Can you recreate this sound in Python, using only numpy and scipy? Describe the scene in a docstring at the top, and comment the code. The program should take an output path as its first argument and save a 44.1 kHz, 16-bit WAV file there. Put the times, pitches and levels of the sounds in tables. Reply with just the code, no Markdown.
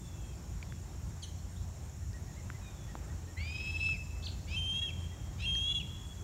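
"""The edge of a wood seen across a field: from the start, low wind and a far hum lie under summer insects,
with thin whistles of far birds, then chips and peeps. Camera ticks come from 0.6 s, as it turns in the hand.
At 3.4 s a young hawk gives a hoarse rising slur of ragged partials; its cries at 4.5 s and 5.4 s break into
a piercing, buzzing whistle. Trees echo hawk and birds. Wind and chorus are shaped noise, voices gliding tones."""
import sys
import numpy as np
from scipy import signal
from scipy.fft import rfft, irfft, next_fast_len
from scipy.io import wavfile
from scipy.ndimage import uniform_filter1d, map_coordinates

SR = 44100
rng = np.random.default_rng(int(sys.argv[2]) if len(sys.argv) > 2 else 0)


def transcribe(signal):
    """Save signal, clipped to [-1, 1], as a 16-bit WAV file at the path in sys.argv[1]."""
    frames = np.atleast_2d(signal).T
    limited = np.clip(frames, -1, 1)
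    pcm = np.round(limited * 32767).astype(np.int16)
    wavfile.write(sys.argv[1], SR, pcm)


N = 275095

# slow course of the wind: start_s, rumble_db, air_db
WIND_LEVELS = [(0, -44, -57.5), (2.2, -43.5, -57.5), (2.7, -44, -56), (3.4, -43.5, -56.5),
               (6.24, -42.5, -57)]
# spectrum shapes of the low wind and of the open field: frequency_hz, density_db (relative, per Hz)
RUMBLE_SHAPE = [(15, -45), (25, -25), (40, -9), (57, 4), (75, -2.5), (105, -2.5), (125, -6.5), (185, -11),
                (215, -18), (290, -34), (450, -59)]
AIR_SHAPE = [(140, -23.5), (230, -2.5), (309, -1), (347, -1), (455, -8), (597, -7), (636, -7.5), (867, -8),
             (1230, -13), (2630, -18), (2950, -20.5), (3490, -20), (5000, -23), (6500, -56.5),
             (11000, -120)]
# course of the far hum: start_s, level_db
HUM_LEVELS = [(0, -50.5), (1.8, -43.5), (3.1, -51), (3.4, -41.5), (4.7, -42), (6.24, -49)]
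GUST_DB, FLUTTER_DB = 1.6, .5  # random swing of the rumble and of the air

# spectrum shape of far insects and leaves: frequency_hz, density_db (relative, per Hz)
CHORUS_SHAPE = [(3500, -67), (5050, -12), (5450, 0.5), (6100, -3.5), (6850, 2), (7450, -1), (8100, -9),
                (9500, -12.5), (10400, -17), (11500, -13.5), (15800, -18)]
# short zips of a katydid: start_s, level_db
KATYDID_ZIPS = [(0, -65), (.23, -68), (.78, -67), (1.04, -68), (1.49, -64), (1.81, -66), (2.12, -69),
                (3.02, -68), (4.23, -68), (4.99, -65), (5.401, -63), (5.72, -64), (6.04, -63)]
TRILL_DB = -59.5

# thin falling whistles from far off: start_s, length_s, middle_pitch_hz, level_db
FAR_WHISTLES = [(0, .17, 3470, -64), (0, 0.43, 2630, -70.5), (0.149, 0.21, 3254, -67.5),
                (0.661, 0.13, 3430, -70), (0.868, .04, 3750, -71), (2.603, 0.1, 2470, -63.5),
                (2.616, 0.095, 3740, -64), (2.732, 0.21, 3424, -66.5)]
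FAR_FALL, FAR_OCTAVE_DB = 0.0265, -23  # share above the middle at the start, and below it at the end
# strokes of sharp bird chips, the chip at 4.22 s in several strokes with close echoes:
# start_s, length_s, start_pitch_hz, middle_pitch_hz, end_pitch_hz, level_db, octave_db (re the tone)
CHIP_STROKES = [(.926, .035, 3320, 3180, 3030, -67, -20), (1.221, 0.028, 4850, 4100, 3580, -49, -27),
                (1.227, 0.026, 3530, 3086, 3015, -46.5, -0.5), (1.38, 0.023, 3860, 4270, 4200, -67, -22),
                (1.555, 0.026, 2840, 3500, 4030, -62, -24), (4.224, 0.013, 2960, 4000, 4860, -49, -30),
                (4.233, 0.035, 4830, 6300, 5700, -56.5, -32), (4.235, .018, 3080, 4200, 4650, -43.5, -27),
                (4.255, 0.021, 4650, 4050, 2320, -41, -27), (4.276, 0.021, 4540, 4390, 3180, -49.5, -32),
                (5.556, .024, 6320, 5950, 6270, -50, -29)]
# soft arched peeps of another bird: start_s, top_pitch_hz, level_db
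SOFT_PEEPS = [(2.008, 1860, -62.5), (2.129, 1935, -55.5), (2.268, 1900, -63), (2.362, 2170, -56),
              (2.528, 2040, -62), (2.875, 1920, -58), (3.085, 1910, -62), (3.272, 1900, -61),
              (4.813, 1900, -56.5), (5.109, 2000, -61)]
PEEP_S, PEEP_ARCH, PEEP_OCTAVE_DB = 0.048, 0.102, -30  # length; both ends lie this share below the top
# decay of the deep wood's echo, longest near 5 kHz: frequency_hz, t60_s
WOOD_DECAY = [(500, 0.27), (3200, 1.19), (5000, 2.2), (10000, 0.057)]

# ticks of the camera in the hand: start_s, level_db, ring_hz, t60_s
HANDLING_TICKS = [(0.6275, -33, 2350, 0.012), (0.629, -44, 4600, .01), (0.7236, -31.5, 1670, 0.0045),
                  (2.132, -32, 5300, 0.002), (2.5016, -25, 1530, 0.0054), (2.9537, -23, 860, 0.0045),
                  (2.953, -43, 3600, 0.0031), (3.89, -40.5, 1350, .018), (5.554, -40, 1850, 0.017),
                  (5.551, -32, 4330, 0.0057)]
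THUD_HZ, THUD_DB, THUD_S = 304, -13.5, 0.022  # camera body: pitch, level re the tick's level_db, t60

# hoarse cries before the throat's colour: start_s, length_s, held_pitch_hz (before scoop and climb),
# swell_s, starting_level_db, full_level_db, octave_db, rasp_db
HOARSE_CRIES = [(3.37, .602, 2560, 0.49, -49.5, -38.5, -56, -58),
                (4.473, 0.44, 2867, 0.091, -58.5, -36.5, -57, -55),
                (5.382, 0.443, 3040, 0.077, -60.5, -35.5, -59.5, -54)]
# partials of the hoarse voice, which repeats every fourth cycle:
# multiple (of the pitch), level_db (re the rasp), raggedness_rad
QUARTER_PARTIALS = [(.75, -17, 1.5), (1.25, 0, 1.1), (1.5, -3, .9), (1.75, -14, 1.3), (2.25, -17, 1.3),
                    (2.5, -15, 1.2)]
SCOOP, SCOOP_S, CLIMB_HZ_PER_S = .235, 0.075, 145  # starts this share flat, scoops up, then creeps higher
DROP, DROP_S = .23, .017  # the pitch collapses by this share as the cry ends
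RELEASE_DB, RELEASE_S = 23, 0.025  # and the voice dies away
FADE_DB, FADE_KNOTS_PER_S = 12, 52  # depth per unit of the random curve, and its pace
# breaks into the whistle register, before the throat's colour: start_s, length_s, pitch_hz,
# crest_rise_hz, crest_half_width_s, level_db
WHISTLE_BREAKS = [(4.564, .326, 3140, 149.4, .088, -37.5), (5.457, .342, 3219, 178, 0.087, -36)]
CREST_LEAD_S, CREST_DB = .066, -1  # effort peaks this long before the end; level change at the peak
BUZZ_DB, BUZZ_GROWS_DB = -21, 11.5  # phase swing at rest (dB re 1 rad), and its gain at full effort
SAG_HZ, SAG_DB, SAG_S = 110, 6.5, .014  # the whistle sags just before it ends
# colour of the hawk's throat: frequency_hz, gain_db
THROAT_COLOUR = [(1200, 20), (1900, 1), (2600, 0.5), (7000, -1), (8400, 8.5), (9400, 9), (10300, -1),
                 (12000, -17)]

TOP_HZ = 15780  # upper band limit of the camera


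def amp(db):
    """Decibels to gain."""
    return 10 ** (np.asarray(db) / 20)


def unit(x):
    """Scale to rms 1."""
    return x / np.sqrt(np.mean(x ** 2) + 1e-20)


def along(points, hz):
    """Read (Hz, value) points on a log frequency axis."""
    f, v = np.transpose(points)
    return np.interp(np.log(hz + 1), np.log(f + 1), v)


def clock():
    """The time of every sample."""
    return np.arange(N) / SR


def curves(rows):
    """One value per sample for each column after the time."""
    s, *cols = np.transpose(rows)
    return [np.interp(clock(), s, c) for c in cols]


def wobble(rate):
    """A smooth random curve, rate knots a second."""
    knots = rng.standard_normal(int(N * rate / SR) + 4)
    return map_coordinates(knots, [clock() * rate])


def cycles(hz):
    """The running phase of a frequency curve."""
    return 2 * np.pi * np.cumsum(hz) / SR


def gate(start, end, edge):
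    """Open from start to end, with short ramps."""
    return np.clip(np.minimum(clock() - start, end - clock()) / edge + .5, 0, 1)


def nearing(end, span):
    """Grow exponentially to 1 at end, with time constant span, and stay there."""
    return np.exp(np.minimum(clock() - end, 0) / span)


def filtered(x, response):
    """Shape the spectrum of x by a response of frequency."""
    m = next_fast_len(N + SR // 2)
    return irfft(rfft(x, m) * response(np.fft.rfftfreq(m, 1 / SR)), m)[:N]


def rush(spectrum, patchy_db):
    """Coloured noise of rms 1 with patches of random gain in time and frequency."""
    z = signal.stft(rng.standard_normal(N), nperseg=512)[2]
    field = uniform_filter1d(rng.standard_normal(z.shape), 6, 0)
    field = uniform_filter1d(field, 14, 1)
    noise = signal.istft(z * amp(patchy_db * unit(field)), nperseg=512)[1][:N]
    return unit(filtered(noise, lambda hz: amp(along(spectrum, hz))))


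def add(track, s, sound):
    """Mix a short sound in at time s."""
    start = max(round(s * SR), 0)
    track[start:start + len(sound)] += sound[:max(N - start, 0)]


def wind():
    """Low gusting noise, the softer rush of the open field and a far hum of wavering pitch."""
    rumble_db, air_db = curves(WIND_LEVELS)
    hum_db, = curves(HUM_LEVELS)
    rumble = amp(rumble_db + GUST_DB * wobble(9.7)) * rush(RUMBLE_SHAPE, patchy_db=0)
    air = amp(air_db + FLUTTER_DB * wobble(5.41)) * rush(AIR_SHAPE, patchy_db=1.24)
    drone = amp(2 * wobble(7)) * np.sin(cycles(84.6 + 2.5 * wobble(8)))
    return rumble + air + amp(hum_db) * drone


def insects():
    """A far noise chorus, a tone pulsed into a ticking trill, and katydid zips of a few wing strokes each."""
    swell = amp(.35 * wobble(2))
    chorus = amp(-61.0) * swell * rush(CHORUS_SHAPE, patchy_db=0.86)
    strokes = np.maximum(np.sin(cycles(14.9 * (1 + .015 * wobble(2)))), 0) ** 2
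    trill_tone = np.sin(cycles(7330 + 110 * wobble(700)))
    trill = amp(TRILL_DB + 2 * wobble(2)) * strokes * trill_tone
    zips = sum(amp(db) * gate(s + .01, s + .075, edge=.03) for s, db in KATYDID_ZIPS)
    wing_strokes = .7 + .55 * np.sin(cycles(88 + 3 * wobble(5)))
    wing_tone = np.sin(cycles(8520 + 120 * wobble(900)))
    return chorus + trill + zips * wing_strokes * wing_tone


def songbirds():
    """Each stroke is one arched or sliding, quavering glide with overtones; loud high ones are harsh."""
    out = np.zeros(N)
    quaver, rasp, flicker = wobble(250), wobble(1100), amp(3 * wobble(70))
    far_calls = [(s, length, hz * (1 + FAR_FALL), hz, hz * (1 - FAR_FALL), db, FAR_OCTAVE_DB)
                 for s, length, hz, db in FAR_WHISTLES]
    peeps = [(s, PEEP_S, hz * (1 - PEEP_ARCH), hz, hz * (1 - PEEP_ARCH), db, PEEP_OCTAVE_DB)
             for s, hz, db in SOFT_PEEPS]
    for s, length, start_hz, middle_hz, end_hz, db, octave_db in CHIP_STROKES + peeps + far_calls:
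        u = np.linspace(0, 1, int(length * SR))
        stroke = max(int(s * SR), 0) + np.arange(len(u))
        # a parabola through the three pitches
        glide = np.polyval(np.polyfit([0, .5, 1], [start_hz, middle_hz, end_hz], 2), u)
        harsh = .022 * (db > -56 and middle_hz > 2600)
        phase = cycles(glide * (1 + .013 * quaver[stroke] + harsh * rasp[stroke]))
        overtones = np.sin(2 * phase) + 0.37 * np.sin(3 * phase)
        tone = np.sin(phase) + amp(octave_db) * overtones
        swell = np.sqrt(np.abs(np.sin(np.pi * u)))
        add(out, s, amp(db) * flicker[stroke] * swell * tone)
    return out


def trees(x, near_db, far_db, count=14):
    """Near trunks answer one by one; the deep wood's long echo rings longest near 5 kHz.

    The lows and the very top die sooner."""
    hz, t, z = signal.stft(rng.standard_normal(SR * 3 // 2), SR, nperseg=256)
    decay = amp(-60 * t / along(WOOD_DECAY, hz)[:, None])
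    far = signal.istft(z * decay, SR, nperseg=256)[1]
    delays = rng.uniform(.005, 0.083, count)
    strengths = rng.choice([-1, 1], count) * np.exp(-delays / 0.033)
    near = np.bincount((delays * SR).astype(int), strengths, len(far))
    echo = amp(near_db) * near / np.linalg.norm(near) + amp(far_db) * far / np.linalg.norm(far)
    return x + signal.fftconvolve(x, echo)[:N]


def handling():
    """Small dead ticks of the camera body under the fingers: a damped ring, each with a soft thud."""
    out, t = np.zeros(N), np.arange(SR // 20) / SR
    thud = amp(THUD_DB - 60 * t / THUD_S) * np.sin(2 * np.pi * THUD_HZ * t)
    for s, db, hz, t60 in HANDLING_TICKS:
        ring = np.sin(2 * np.pi * hz * t) + 0.16 * np.sin(2 * np.pi * hz * 1.26 * t)
        ring = ring + .02 * rng.standard_normal(len(t))
        attack = 1 - np.exp(-t / 0.00016)
        add(out, s, amp(db) * attack * (0.9 * amp(-60 * t / t60) * ring + thud))
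    return out


def fading():
    """A gain with brief random dips, where the cry's paths through the air cancel."""
    return amp(FADE_DB * (0.37 - np.maximum(wobble(FADE_KNOTS_PER_S) - .4, 0)))


def slur(start, length, held_hz, swell_s, first_db, full_db, octave_db, hoarse_db):
    """The hoarse rising cry: a tone, its octave and ragged partials at quarter steps."""
    end = start + length
    age = np.clip(clock() - start, 0, length)
    scoop = 1 - SCOOP * np.exp(-age / SCOOP_S)
    drop = 1 - DROP * nearing(end, DROP_S)
    hz = (held_hz + CLIMB_HZ_PER_S * age) * scoop * drop
    release_db = -RELEASE_DB * nearing(end, RELEASE_S)
    db = first_db + (full_db - first_db) * np.minimum(age / swell_s, 1) ** 1.35 + release_db
    opening = (1 - np.exp(-(age + .008) / .02)) * amp(.8 * release_db)
    phase = cycles(hz * (1 + 0.00254 * wobble(130)))
    # the weaker the tone, the rougher it is
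    rasp = .05 + np.clip(amp(hoarse_db - db), 0, .45)
    tone = amp(db) * np.sin(phase + rasp * wobble(500))
    tone = tone + opening * amp(octave_db) * np.sin(2 * phase + (.2 + rasp) * wobble(440))
    partials = sum(amp(level + 2 * wobble(40)) * np.sin(k * phase + ragged * wobble(420))
                   for k, level, ragged in QUARTER_PARTIALS)
    # a thin bright edge follows the level of the tone
    edge = amp(db - 36) * np.sin(3 * phase) + amp(db - 39) * np.sin(3.5 * phase + .6 * wobble(420))
    # the fading deepens as the cry goes on
    faded_tone = fading() ** np.sqrt(age / length) * tone
    voice = np.sqrt(2) * (faded_tone + edge + opening * amp(hoarse_db) * partials)
    return voice * amp(1.7 * wobble(130) - .6) * gate(start, end, edge=.016)


def whistle(start, length, held_hz, rise_hz, crest_s, level_db):
    """A clean high tone; toward its crest a slower vibration bends its phase more and makes it buzz."""
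    end = start + length
    effort = np.exp(-((clock() - end + CREST_LEAD_S) / crest_s) ** 2)
    sag = nearing(end, SAG_S)
    hz = held_hz + rise_hz * effort - SAG_HZ * sag
    db = level_db + CREST_DB * effort - SAG_DB * sag
    buzz = np.clip(amp(BUZZ_DB + BUZZ_GROWS_DB * effort), 0, .55)
    slow = cycles(hz / 6.1 * (1 + 0.0106 * wobble(200)))
    phase = cycles(hz * (1 + 0.00197 * wobble(120))) - buzz * np.sin(slow) + 0.07 * wobble(1300)
    tone = np.sin(phase) + amp(-21.5) * np.sin(2 * phase) + amp(-36) * np.sin(3 * phase)
    # a husky trace of the lower register dies away after the jump
    husk = amp(-11) * np.exp(-np.abs(clock() - start) / .07) * wobble(300)
    undertone = husk * np.sin(phase - slow)
    voice = np.sqrt(2) * ((1 + 0.5 * buzz * np.cos(slow)) * tone + undertone)
    return voice * fading() ** effort * amp(db + 0.6 * wobble(50)) * gate(start, end, edge=.006)


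def hawk():
    """The hoarse and whistling registers take turns in one throat, which colours both."""
    whistling = sum(gate(s, s + length, edge=0.0041) for s, length, *_ in WHISTLE_BREAKS)
    hoarse = (1 - whistling) * sum(slur(*row) for row in HOARSE_CRIES)
    voice = hoarse + sum(whistle(*row) for row in WHISTLE_BREAKS)
    return filtered(voice, lambda hz: amp(along(THROAT_COLOUR, hz)))


def scene():
    """Hawk and small birds among the trees, over the sounds of the field and the hand on the camera."""
    song = trees(songbirds(), near_db=-6, far_db=-15.5)
    cries = trees(hawk(), near_db=-15.5, far_db=-15)
    return (wind() + insects() + song + handling() + cries)[None]


def record(dry):
    """The camera keeps nothing above its band limit."""
    return filtered(dry[0], lambda hz: hz < TOP_HZ)[None]


dry = scene()
out = record(dry)
transcribe(out)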